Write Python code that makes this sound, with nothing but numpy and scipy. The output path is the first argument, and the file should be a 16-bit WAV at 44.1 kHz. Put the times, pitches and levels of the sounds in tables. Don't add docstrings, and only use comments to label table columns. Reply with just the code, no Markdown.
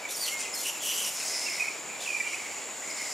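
import sys
import numpy as np
from scipy import signal
from scipy.fft import rfft, irfft
from scipy.io import wavfile
from scipy.ndimage import uniform_filter1d

SR = 44100
rng = np.random.default_rng(int(sys.argv[2]) if len(sys.argv) > 2 else 0)


def to_wav(sig):
    pcm = np.clip(np.atleast_2d(sig), -1, 1) * 32767
    pcm = np.round(pcm).astype(np.int16)
    wavfile.write(sys.argv[1], SR, pcm.T)


N = 138033
EDGE_HZ = 15725


def gain_of(db):
    return 10 ** (np.asarray(db) / 20)


def evened(x):
    return x / np.sqrt(np.mean(x ** 2) + 1e-20)


def read(points, hz):
    point_hz, value = np.transpose(points)
    return np.interp(np.log(hz + 1), np.log(point_hz + 1), value)


def along(table):
    s, *columns = np.transpose(table)
    n = np.arange(round(max(s[0], 0) * SR), min(round(s[-1] * SR), N))
    return n[0], [np.interp(n / SR, s, column) for column in columns]


def add(mix, at, sound):
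    part = mix[..., at:at + sound.shape[-1]]
    part += sound[..., :part.shape[-1]]


def wobble(hz):
    return evened(signal.lfilter(*signal.butter(2, 2 * hz / SR), rng.standard_normal(N)))


def sides(left_db):
    return gain_of([[left_db / 2], [-left_db / 2]])


def patches_of(shape, frames, bins):
    raw = rng.standard_normal(shape[::-1]).T
    return evened(uniform_filter1d(uniform_filter1d(raw, size=bins, axis=0), size=frames, axis=1))


def hiss(colour, patchy_db):
    # pitch_hz, likeness (0 to 1)
    likeness = [(60, 0.99), (180, 1), (550, 0.89), (1650, 0.86), (4970, 0.9), (15000, 1)]
    # pitch_hz, lag_radians
    phase_lag = [(0, 0), (1030, 0.36), (3620, 0.39), (15300, -0.0)]
    # pitch_hz, lean_db
    left_lean = [(60, 0.0), (950, 0.87), (3770, 0.28), (15000, 0.0)]
    frames, hz = N // 256 + 5, np.fft.rfftfreq(1024, 1 / SR)
    a, b, c, d = rng.standard_normal((frames, 513, 4)).T
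    patches = patches_of((513, frames), frames=10, bins=10)
    same = np.clip(read(likeness, hz), 0, 1)[:, None]
    left = a + 1j * b
    right = same * left + np.sqrt(1 - same ** 2) * (c + 1j * d)
    port = np.exp(-1j * read(phase_lag, hz)) / gain_of(read(left_lean, hz))
    right = right * port[:, None]
    spectrum = np.array([left, right]) * gain_of(read(colour, hz)[:, None] + patchy_db * patches)
    return evened(signal.istft(spectrum, nperseg=1024, noverlap=768)[1][:, :N])


def forest_wash():
    # pitch_hz, level_db (per Hz)
    wash_colour = [(40, -62), (65, -27.5), (130, -15.5), (250, -7), (600, -1.5), (1000, -3.5), (1600, -7.5),
                   (2300, -4), (3500, -11.5), (6000, -12), (10000, -18.5), (15700, -31)]
    return gain_of(-41.5) * hiss(wash_colour, patchy_db=0.72)


def cicada_buzz():
    # time_s, level_db
    swell = [(0, -47), (.3, -40), (1.7, -43), (3.13, -39.5)]
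    # pitch_hz, level_db (per Hz)
    buzz_colour = [(5500, -33), (6500, -14), (6800, 3), (7300, 2), (7900, -6.5), (8600, -16.5),
                   (10000, -56)]
    level_db = np.interp(np.arange(N) / SR, *np.transpose(swell))
    flutter_db = 0.45 * wobble(hz=200)
    return hiss(buzz_colour, patchy_db=1.0) * gain_of(level_db + flutter_db)


def trees(x):
    t60_s, gap_s, apart_gain, mono_above_hz = 0.39, .004, 0.34, 6950
    t = np.arange(SR // 2) / SR
    common, difference = rng.standard_normal((2, len(t))) * gain_of(-60 * t / t60_s) * (t > gap_s)
    apart = apart_gain * signal.lfilter(*signal.butter(2, 2 * mono_above_hz / SR), difference)
    tail = np.array([common + apart, common - apart]) / np.linalg.norm(common)
    return signal.fftconvolve(x, tail, axes=1)[:, :N]


def fuzzy_line(table, width_hz, left_db):
    firm_hz = 88
    at, (hz, level_db) = along(table)
    r = np.exp(-np.pi * width_hz / SR)
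    complex_noise = [1, 1j] @ rng.standard_normal((2, N))
    smear = signal.lfilter([1], [1, -2 * r, r * r], complex_noise)[:len(hz)]
    smear = smear / np.std(smear) + (firm_hz / width_hz) ** 2
    line = (smear * np.exp(2j * np.pi * np.cumsum(hz) / SR)).real
    fade = signal.windows.tukey(len(hz), .1)
    return at, evened(line) * gain_of(level_db) * fade * sides(left_db)


def fuzzy_lines():
    # (the one at .562 s is the tail of the near bat's second cry, the one at 2.2 s the short pip)
    line_curves = [
        [(0, 2430, -66), (.03, 2300, -48), (.06, 2290, -35), (.085, 2230, -71)],
        [(.2, 1938, -46), (.308, 2080, -51), (.318, 2142, -40.5), (.344, 2159, -38.5), (.4, 2115, -45),
         (.46, 2046, -47), (.66, 2107, -57)],
        [(.562, 4290, -47), (.63, 4140, -54)],
        [(1.24, 2141, -57), (1.33, 2130, -47.5), (1.405, 2064, -44), (1.44, 2210, -42.5), (1.55, 2212, -39),
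         (1.66, 2245, -39.5), (1.8, 2486, -58)],
        [(1.86, 2300, -51), (1.9, 2347, -41.5), (1.99, 2351, -50.5), (2.2, 2393, -42.5), (2.37, 2293, -43.5),
         (2.55, 2172, -46.5), (2.78, 2124, -56)],
        [(2.2, 2033, -34), (2.23, 1883, -52)],
        [(2.81, 2018, -48), (2.84, 2050, -40.5), (2.865, 2100, -51), (2.895, 2200, -41), (2.93, 2100, -46),
         (2.955, 2154, -45.5), (3.012, 2146, -40.5), (3.13, 2020, -49)],
    ]
    line_widths = [150, 60, 90, 232, 332, 80, 279]
    line_sides = [0, 1.2, 2, 0.7, -1.5, 1, 1]
    mix = np.zeros((2, N))
    for row in zip(line_curves, line_widths, line_sides):
        add(mix, *fuzzy_line(*row))
    return mix


def pip(start_s, peak_db, hz, length_s):
    sag = 0.03
    u = np.arange(0, 1, 1 / (max(length_s, .003) * SR))
    tone = np.sin(2 * np.pi * np.cumsum(hz * (1 + sag * (.5 - u))) / SR)
    swell = np.sin(np.pi * u ** 0.63) ** 1.65
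    return round((start_s - .002) * SR), gain_of(peak_db) * tone * swell * sides(left_db=-4.5)


def chitter():
    # time_s, peak_db, pitch_hz, length_s
    pip_rows = [(1.226, -39, 2580, 0.021), (1.464, -29.5, 2704, 0.018), (1.485, -28, 2490, 0.011),
                (1.582, -33.5, 2050, 0.014), (1.5974, -29, 2510, 0.011), (1.6045, -22.5, 2454, 0.019),
                (1.619, -23.5, 2470, 0.022), (1.638, -33, 2260, 0.016), (1.681, -24.5, 2477, 0.014),
                (2.061, -31, 2660, 0.015), (2.0767, -26.5, 2460, 0.012), (2.09, -26, 2510, 0.01),
                (2.104, -23.5, 2443, 0.015), (2.1318, -27.5, 2420, 0.011), (2.147, -23.5, 2403, 0.017),
                (2.1657, -24.5, 2416, 0.011), (2.178, -28, 2370, 0.0066), (2.185, -36, 2530, 0.01),
                (2.202, -26, 2314, 0.026), (2.261, -30, 2337, 0.031), (2.333, -31, 2240, 0.01),
                (2.344, -25.5, 2480, 0.0087)]
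    mix = np.zeros((2, N))
    for row in pip_rows:
        add(mix, *pip(*row))
    return mix


def rasp_noise(n, throb, colour):
    throb_db, torn_db = 1.5, 3.5
    noise = rng.standard_normal(n) * gain_of(throb_db * throb)
    spectrum = signal.stft(noise, nperseg=256)[2]
    torn = patches_of(spectrum.shape, frames=5, bins=2)
    noise = signal.istft(spectrum * gain_of(torn_db * torn), nperseg=256)[1][:n]
    tint = gain_of(read(colour, np.fft.rfftfreq(n, 1 / SR)))
    return evened(irfft(rfft(noise) * tint, n))


def screech(table, rasp_colour, dull_db):
    # pitch_hz, level_db
    voice_colour = [(2500, 1), (4500, -2.5), (6000, -2.5), (9300, -3), (11000, -13), (14000, -3),
                    (16000, -36)]
    rough_dull_db = -3.5
    steady, steady_db, clean_hz = 1.1, -37, 100
    shake_share, skirt_depth, skirt_hz = .28, .75, 270
    at, (hz, voice_db, blur, rasp_db) = along(table)
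    n, turns = len(hz), np.cumsum(hz) / SR
    throb = wobble(skirt_hz)[:n]
    skirt = skirt_depth * blur / 100
    clean = np.clip(1 - blur / clean_hz, 0, 1)
    held_db = steady * clean * np.clip(steady_db - voice_db, -13, 13)
    voice = 0
    for k in range(1, 6):
        shake = np.cumsum(shake_share * blur * wobble(hz=151)[:n]) / SR
        sidebands = 1 + skirt * (throb + 1j * wobble(skirt_hz)[:n])
        sidebands = sidebands / np.sqrt(1 + 2 * skirt ** 2)
        db = read(voice_colour, k * hz) + dull_db * (k - 1)
        db = db + rough_dull_db * blur / 100 * (k - 1) ** 2
        if k > 1 and dull_db == 0:
            db = db + held_db
        tone = (sidebands * np.exp(2j * np.pi * (k * turns + shake))).imag
        voice = voice + gain_of(db) * (k * hz < EDGE_HZ) * tone
    rasp = rasp_noise(n, throb, rasp_colour)
    return at, np.sqrt(2) * gain_of(voice_db) * voice + gain_of(rasp_db) * rasp


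def far_screeches():
    # time_s, pitch_hz, voice_db, blur_hz, rasp_db
    far_curves = [
        [(.37, 2330, -68, 40, -47), (.405, 2500, -47, 24, -34.5), (.428, 2565, -47, 28, -38),
         (.433, 3400, -46, 30, -42), (.455, 2510, -40.5, 82, -43.5), (.51, 2480, -65, 230, -57)],
        [(1.12, 5390, -58, 302.4, -46), (1.17, 5350, -42, 305, -39), (1.24, 5200, -43, 199, -35.5),
         (1.34, 5100, -37, 129, -36.5), (1.4, 5150, -38, 99, -36), (1.53, 5250, -38, 100, -40),
         (1.63, 5370, -49, 251.5, -41), (1.79, 5380, -53, 250, -61)],
        [(1.99, 3290, -58, 80, -65), (2.0, 3520, -46, 81, -45), (2.025, 3710, -41, 170, -37.5),
         (2.06, 3000, -48, 250, -43), (2.15, 2610, -54, 298, -46.5), (2.23, 2470, -63, 300, -45.5)],
        [(2.23, 2750, -57, 149, -65), (2.26, 2767, -45.5, 100, -47), (2.345, 2880, -47, 60, -43.5),
         (2.39, 2740, -54, 151, -49.5), (2.6, 2624, -50, 200, -51)],
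        [(2.8, 5100, -65, 200, -56), (2.89, 5020, -56, 101, -44.5), (2.91, 5130, -38, 80, -41),
         (2.935, 5230, -61, 200, -60), (2.96, 5150, -46, 296, -42.5), (3.13, 5080, -43, 300, -44)],
    ]
    # pitch_hz, level_db (per Hz)
    far_rasp = [(880, -67), (1500, -10.5), (1820, -14), (2110, -8), (2330, -4.5), (3410, -13), (5200, -2),
                (5960, -1.5), (9450, -7.5), (15600, -25.5)]
    mix = np.zeros((2, N))
    for table in far_curves:
        add(mix, *screech(table, far_rasp, dull_db=-9.5))
    return mix


def near_screeches():
    # time_s, pitch_hz, voice_db, blur_hz, rasp_db
    near_curves = [
        [(.082, 3350, -62, 80, -70), (.09, 3450, -44, 80, -45), (.109, 3830, -39, 110, -37),
         (.111, 5700, -43, 140, -32.5), (.128, 5880, -41, 140, -36.5), (.157, 5350, -33.5, 100, -49),
         (.159, 4730, -51, 50, -38), (.172, 4580, -42, 45, -39), (.19, 4805, -46, 25, -42),
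         (.21, 4670, -35.5, 35, -41), (.24, 4510, -28.5, 40, -39), (.254, 4150, -37, 70, -42),
         (.266, 3156, -42, 270, -32.5), (.286, 2947, -31.5, 300, -34), (.297, 2850, -49, 150, -43),
         (.345, 2780, -49, 80, -41)],
        [(.528, 4890, -58, 40, -68), (.54, 5250, -32.5, 43, -51), (.549, 5195, -35, 20, -36),
         (.555, 4380, -43, 10, -42), (.57, 4240, -42, 20, -51), (.572, 5185, -48, 94, -38),
         (.6, 5360, -38, 24, -37), (.617, 5225, -50, 31, -35), (.619, 3080, -56, 170, -41.5),
         (.665, 2788, -35, 140, -34), (.68, 2848, -45, 180, -34.5), (.698, 2800, -33, 180, -36),
         (.712, 2850, -54, 150, -52), (.79, 2510, -42.5, 163, -48)],
        [(.806, 3263, -45, 39.8, -60), (.82, 3375, -42, 40, -36.5), (.84, 3020, -37.5, 102.2, -34.5),
         (.9, 2978, -32.5, 150, -35), (.96, 2913, -43, 145, -35), (.99, 3060, -36, 149, -34.5),
         (1.045, 2877, -37.5, 129, -34), (1.097, 2846, -41.5, 177, -34.5), (1.104, 2800, -48, 200, -45),
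         (1.16, 2780, -58, 201.2, -42)],
    ]
    # pitch_hz, level_db (per Hz)
    near_rasp = [(880, -58), (1500, -25), (2030, -15), (2890, -14), (4810, -11), (5790, -2.5), (6330, -5),
                 (10300, -6.5), (12900, -10), (15600, -26)]
    mix = np.zeros((2, N))
    for table in near_curves:
        add(mix, *screech(table, near_rasp, dull_db=0))
    return mix


def scene():
    background = forest_wash() + cicada_buzz()
    far_and_fuzzy = fuzzy_lines() + far_screeches()
    pips = chitter()
    near = near_screeches()
    echoes = trees(gain_of(-4.5) * near + gain_of(-4) * far_and_fuzzy + gain_of(-9) * pips)
    return near + far_and_fuzzy + pips + echoes + background


def record(dry):
    low_pass = signal.firwin(2047, EDGE_HZ, window=("kaiser", 9), fs=SR)
    return signal.oaconvolve(dry, low_pass[None], "same")


dry = scene()
out = record(dry)
to_wav(out)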